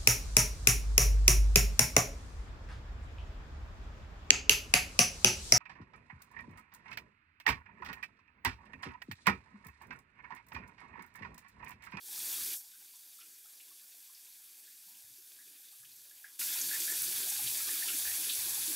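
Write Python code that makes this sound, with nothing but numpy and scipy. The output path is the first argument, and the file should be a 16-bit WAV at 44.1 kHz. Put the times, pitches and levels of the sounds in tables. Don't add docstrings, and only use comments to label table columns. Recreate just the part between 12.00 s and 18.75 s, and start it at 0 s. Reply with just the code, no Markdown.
import sys
import numpy as np
from scipy import signal
from scipy.fft import rfft, irfft, next_fast_len
from scipy.io import wavfile
from scipy.ndimage import map_coordinates

SR = 44100
rng = np.random.default_rng(int(sys.argv[2]) if len(sys.argv) > 2 else 0)


def generate_wav(sig):
    pcm = np.round(np.clip(np.atleast_2d(sig).T, -1, 1) * 32767).astype(np.int16)
    wavfile.write(sys.argv[1], SR, pcm)


N = 297675


def amp(db):
    return 10 ** (np.asarray(db) / 20)


def unit(x):
    return x / np.sqrt(np.mean(x ** 2) + 1e-20)


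def ramp(start_s, length_s):
    return np.clip((np.arange(N) / SR - start_s) / length_s, 0, 1)


def strike(t, attack, t60):
    return (1 - np.exp(-t / attack)) * amp(-60 * t / t60)


def wobble(rate):
    return map_coordinates(rng.standard_normal(int(N * rate / SR) + 4), [np.arange(N) * rate / SR])


def bell(x, centre, width):
    return np.exp(-2 * ((x - centre) / width) ** 2)


def filtered(x, response):
    size = next_fast_len(len(x) + 8192)
    return irfft(rfft(x, size) * response(np.fft.rfftfreq(size, 1 / SR)), size)[:len(x)]


def coloured(x, tone):
    pitches, db = np.transpose(tone)
    return unit(filtered(x, lambda hz: amp(np.interp(np.log(hz + 1), np.log(pitches), db))))


def band(x, centre_hz, width_hz):
    return unit(filtered(x, lambda hz: bell(hz, centre_hz, width_hz)))


def patchy(x, depth_db, span_hz, span_s, size):
    spectrum = signal.stft(x, nperseg=size)[2]
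    patches = rng.standard_normal(spectrum.shape)
    for axis, span in enumerate([span_hz * size / SR, span_s * SR * 2 / size]):
        blur = bell(np.arange(-32, 33), 0, span)
        patches = signal.fftconvolve(patches, np.expand_dims(blur, 1 - axis), mode="same")
    return signal.istft(spectrum * amp(depth_db * unit(patches)), nperseg=size)[1][:N]


def repeats(length_s, gap_s, scatter):
    k = np.arange(max(np.ceil(length_s / gap_s), 1))
    jitter = rng.uniform(-1.005, 1, size=12)[:len(k)]
    return gap_s * (k + scatter * (k > 0) * jitter)


def drops(rate, spread_db):
    size = amp(spread_db * np.clip(rng.standard_normal(N), -2, 2))
    lands = rng.random(N) < rate / SR
    return unit(lands * size * np.sign(rng.standard_normal(N)))


def surges(rate, t60, depth):
    t = np.arange(SR // 4) / SR
    clumps = (rng.random(N) < rate / SR) * rng.random(N)
    power = np.abs(signal.fftconvolve(clumps ** 2, amp(-60 * t / t60) ** 2)[:N])
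    return unit(np.sqrt(1 + depth * power / power.mean()))


def bubble(hz, t60, attack, glide):
    t = np.arange(SR // 5) / SR
    phase = 2 * np.pi * hz * (t + glide * t * (1 - np.exp(-t / t60)))
    return np.sin(phase) * strike(t, attack, t60)


def cliff(sound, echo_db, t60):
    t = np.arange(len(sound)) / SR
    tail = rng.standard_normal(len(t)) * strike(t, attack=0.0035, t60=t60)
    echo = signal.fftconvolve(sound, tail / np.linalg.norm(tail))[:len(t)]
    return sound + amp(echo_db) * echo


def add(track, start_s, sound):
    part = track[max(round(start_s * SR), 0):][:len(sound)]
    part += sound[:len(part)]


# pitch in Hz, relative level in dB.
CHURN_TONE = [(20, -40), (45, -23), (100, -7), (180, -4), (240, -0.5), (310, 4), (410, 0), (540, -6.5),
              (780, -1.5), (1160, -2.5), (1400, -6.5), (2500, -62)]

def pool():
    churn = patchy(rng.standard_normal(N), depth_db=3.0, span_hz=246, span_s=0.057, size=1024)
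    rumble = band(rng.standard_normal(N), centre_hz=91, width_hz=67)
    return amp(-62) * coloured(churn, CHURN_TONE) + amp(-81 + 2.7 * wobble(9)) * rumble


# start in seconds, relative level in dB, pitch in Hz,
# seconds over which its pushes come.
POOL_THUDS = [(2.864, -59, 179, .03), (3.04, -58, 112, .11), (3.797, -58, 130, .25),
              (5.009, -65.5, 124, .16), (5.381, -66, 75, .03), (5.44, -57.5, 129, .04),
              (6.06, -63, 79, .03), (6.381, -64, 110, .23)]

def thuds():
    out, t = np.zeros(N), np.arange(SR // 5) / SR
    for start, db, hz, length in POOL_THUDS:
        for k, delay in enumerate(repeats(length, gap_s=0.065, scatter=0.205)):
            push = bubble(hz, t60=0.12, attack=0.0063, glide=0)
            stir = band(rng.standard_normal(len(t)), hz, hz * 0.74)
            stir *= np.sin(np.pi * t / t[-1]) * amp(-60 * t / 0.3)
            thud = amp(10.5) * push + amp(-12.5) * stir / stir.std()
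            add(out, start + delay, amp(db - 2 * k) * thud)
    return out


def gurgle(count=260):
    out = np.zeros(N)
    for when, pitch, size in rng.random((count, 3)):
        hz = 700 * 7 ** pitch
        ring = bubble(hz, t60=32 / hz, attack=0.00081, glide=0.047)
        db = -48 + 13 * pitch - 22 * size
        add(out, when * N / SR, amp(db) * cliff(ring, echo_db=-6.5, t60=0.22))
    return out


def small_pockets(count=20):
    return [(when * N / SR, -55 + 5 * (pitch - .5) + 5 * (size - .5), 1204 * 2.5 ** (pitch - .5), 0)
            for when, pitch, size in rng.random((count, 3))]


# start in seconds, relative level in dB,
# first pitch in Hz, seconds over which its bubbles come.
AIR_POCKETS = [(.735, -48, 1530, .03), (.938, -51, 990, .01), (1.188, -45.5, 1305, .06),
               (1.455, -50, 1314, .01), (1.711, -50.5, 1130, .01), (2.096, -50, 1080, .01),
               (2.677, -45, 1710, .01), (2.88, -55, 910, .05), (3.181, -50, 340, .01),
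               (3.388, -41.5, 1670, .03), (3.472, -53, 368, .01), (3.834, -45.5, 1703, .01),
               (4.11, -45, 1670, .01), (4.243, -28, 1670, .01), (4.712, -41.5, 1694, .05),
               (4.801, -53.5, 350, .01), (4.878, -43, 1694, .05), (4.915, -55.5, 382, .01),
               (5.391, -54, 810, .01), (5.691, -45.5, 1750, .01), (5.823, -42.5, 1790, .01),
               (5.88, -51, 1360, .03), (5.942, -53.5, 290, .01), (6.053, -43.5, 1695, .05),
               (6.188, -55.5, 312, .03), (6.269, -56.5, 437, .01), (6.679, -49.5, 300, .05)]

def plops():
    out, t = np.zeros(N), np.arange(SR // 5) / SR
    for start, db, first_hz, length in AIR_POCKETS + small_pockets():
        for k, delay in enumerate(repeats(length, gap_s=0.02, scatter=0.204)):
            hz, level_db = first_hz * 1.029 ** k, db - 1.5 * k
            ring_s = 0.025 * np.sqrt(1700 / hz)
            ring = cliff(bubble(hz, t60=ring_s, attack=2 / hz, glide=0.02), echo_db=-4.5, t60=0.17)
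            froth = band(rng.standard_normal(len(t)), hz * 1.085, hz * 0.35)
            froth *= strike(t, attack=0.0036, t60=0.15)
            add(out, start + delay, amp(level_db) * (amp(11) * ring + amp(-5.5) * froth))
    return out


def trickles():
    bright = band(drops(rate=12000, spread_db=1.5), centre_hz=11940, width_hz=3300)
    dull = band(drops(rate=13000, spread_db=3.0), centre_hz=10960, width_hz=1640)
    dull_share = ramp(start_s=4.8, length_s=2.3)
    sizzle = np.sqrt(1 - dull_share) * bright + np.sqrt(dull_share) * dull
    return amp(-42 + 0.24 * wobble(14)) * sizzle


# pitch in Hz, width in Hz, boost in dB.
ROCK_HOLLOWS = [(1663, 204, 5.5), (2460, 350, 3), (3493, 400, 5), (3890, 150, 2), (4560, 240, 6)]
# pitch in Hz, relative level in dB.
PATTER_TONE = [(700, -29.5), (1200, -20.5), (1450, -9), (2000, -7.5), (2500, -4.5), (3000, -4), (4200, -1),
               (5000, -2.5), (7000, -9.5), (12000, -64)]

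def patter():
    hits = rng.standard_normal(N) + amp(-4) * drops(rate=1500, spread_db=3)
    hits = patchy(hits, depth_db=1.25, span_hz=600, span_s=0.028, size=512)
    hits *= surges(rate=120, t60=0.066, depth=0.34)
    hits = filtered(hits, lambda f: amp(sum(db * bell(f, hz, width) for hz, width, db in ROCK_HOLLOWS)))
    return amp(-45.5) * coloured(hits, PATTER_TONE)


def small_clumps(count=18):
    return [(when * N / SR, -40.5 + 7 * (pitch - .5) + 4 * (size - .5), 4920 * 4 ** (pitch - .5), 0.06)
            for when, pitch, size in rng.random((count, 3))]


# start in seconds, relative level in dB,
# middle pitch in Hz, seconds to fade by 60 dB.
WATER_CLUMPS = [(1.2, -36, 5260, .09), (1.209, -38, 2700, 0.12), (1.6, -38.5, 2730, 0.091),
                (2.146, -34, 5260, 0.081), (2.945, -41.5, 3160, .1), (3.847, -37.5, 2870, 0.067),
                (3.917, -35, 4700, 0.056), (4.412, -41, 2450, 0.07), (4.613, -30, 6700, 0.052),
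                (4.802, -32, 7460, 0.042), (5.019, -24.5, 10700, 0.03), (5.296, -31.5, 8400, .07),
                (5.468, -35, 3750, .09), (5.882, -36.5, 2960, 0.11), (6.292, -34.5, 3630, 0.15)]

def splashes(bubbles_each=7):
    out, t = np.zeros(N), np.arange(SR // 5) / SR
    for start, db, hz, t60 in WATER_CLUMPS + small_clumps():
        width_hz = 0.35 * hz
        shower = band(rng.standard_normal(len(t)), hz, width_hz) * strike(t, attack=0.0011, t60=t60)
        for when, pitch in rng.random((bubbles_each, 2)):
            ring = bubble(hz + (pitch - .5) * width_hz * .8, t60=50 / hz, attack=0.00037, glide=0.027)
            add(shower, when ** 2 * t60 / 2, amp(-4.5 - 23 * when) * ring)
        add(out, start, amp(db) * cliff(shower, echo_db=-6, t60=0.36))
    return out


# pitch in Hz, relative level in dB.
SPRAY_TONE = [(2800, -42), (4400, -10.5), (5200, -4), (6000, -2), (7000, -2), (8000, -0.5), (10000, -.5),
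              (13000, -1.5), (14500, -1), (15700, -4)]

def spray():
    mist = rng.standard_normal(N) + amp(-4.5) * drops(rate=3000, spread_db=2.5)
    mist = patchy(mist, depth_db=0.75, span_hz=2000, span_s=0.024, size=256)
    mist *= surges(rate=110, t60=0.051, depth=0.16)
    return amp(-36.5) * coloured(mist, SPRAY_TONE)


def scene():
    water = spray() + trickles() + patter() + pool() + splashes() + plops() + gurgle() + thuds()
    return np.array([water, water])


def volume(fall_s):
    opening_db, dip_db, ending_db = -2.2, -19.5, 0.5
    fade_in = 0.1 + 0.9 * ramp(start_s=0, length_s=0.27)
    sink_db = (dip_db - opening_db) * ramp(start_s=0.543, length_s=fall_s)
    return_db = (ending_db - dip_db) * ramp(start_s=4.388, length_s=0.0064)
    return fade_in * amp(opening_db + sink_db + return_db)


def record(dry):
    split_hz, top_hz = 5100, 15750
    out = []
    for side in dry:
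        lows = filtered(side, lambda hz: hz < split_hz)
        hiss = side - lows
        faded = lows * volume(fall_s=0.042) + hiss * volume(fall_s=0.1)
        out.append(filtered(faded, lambda hz: hz < top_hz))
    return np.array(out)


dry = scene()
out = record(dry)
generate_wav(out)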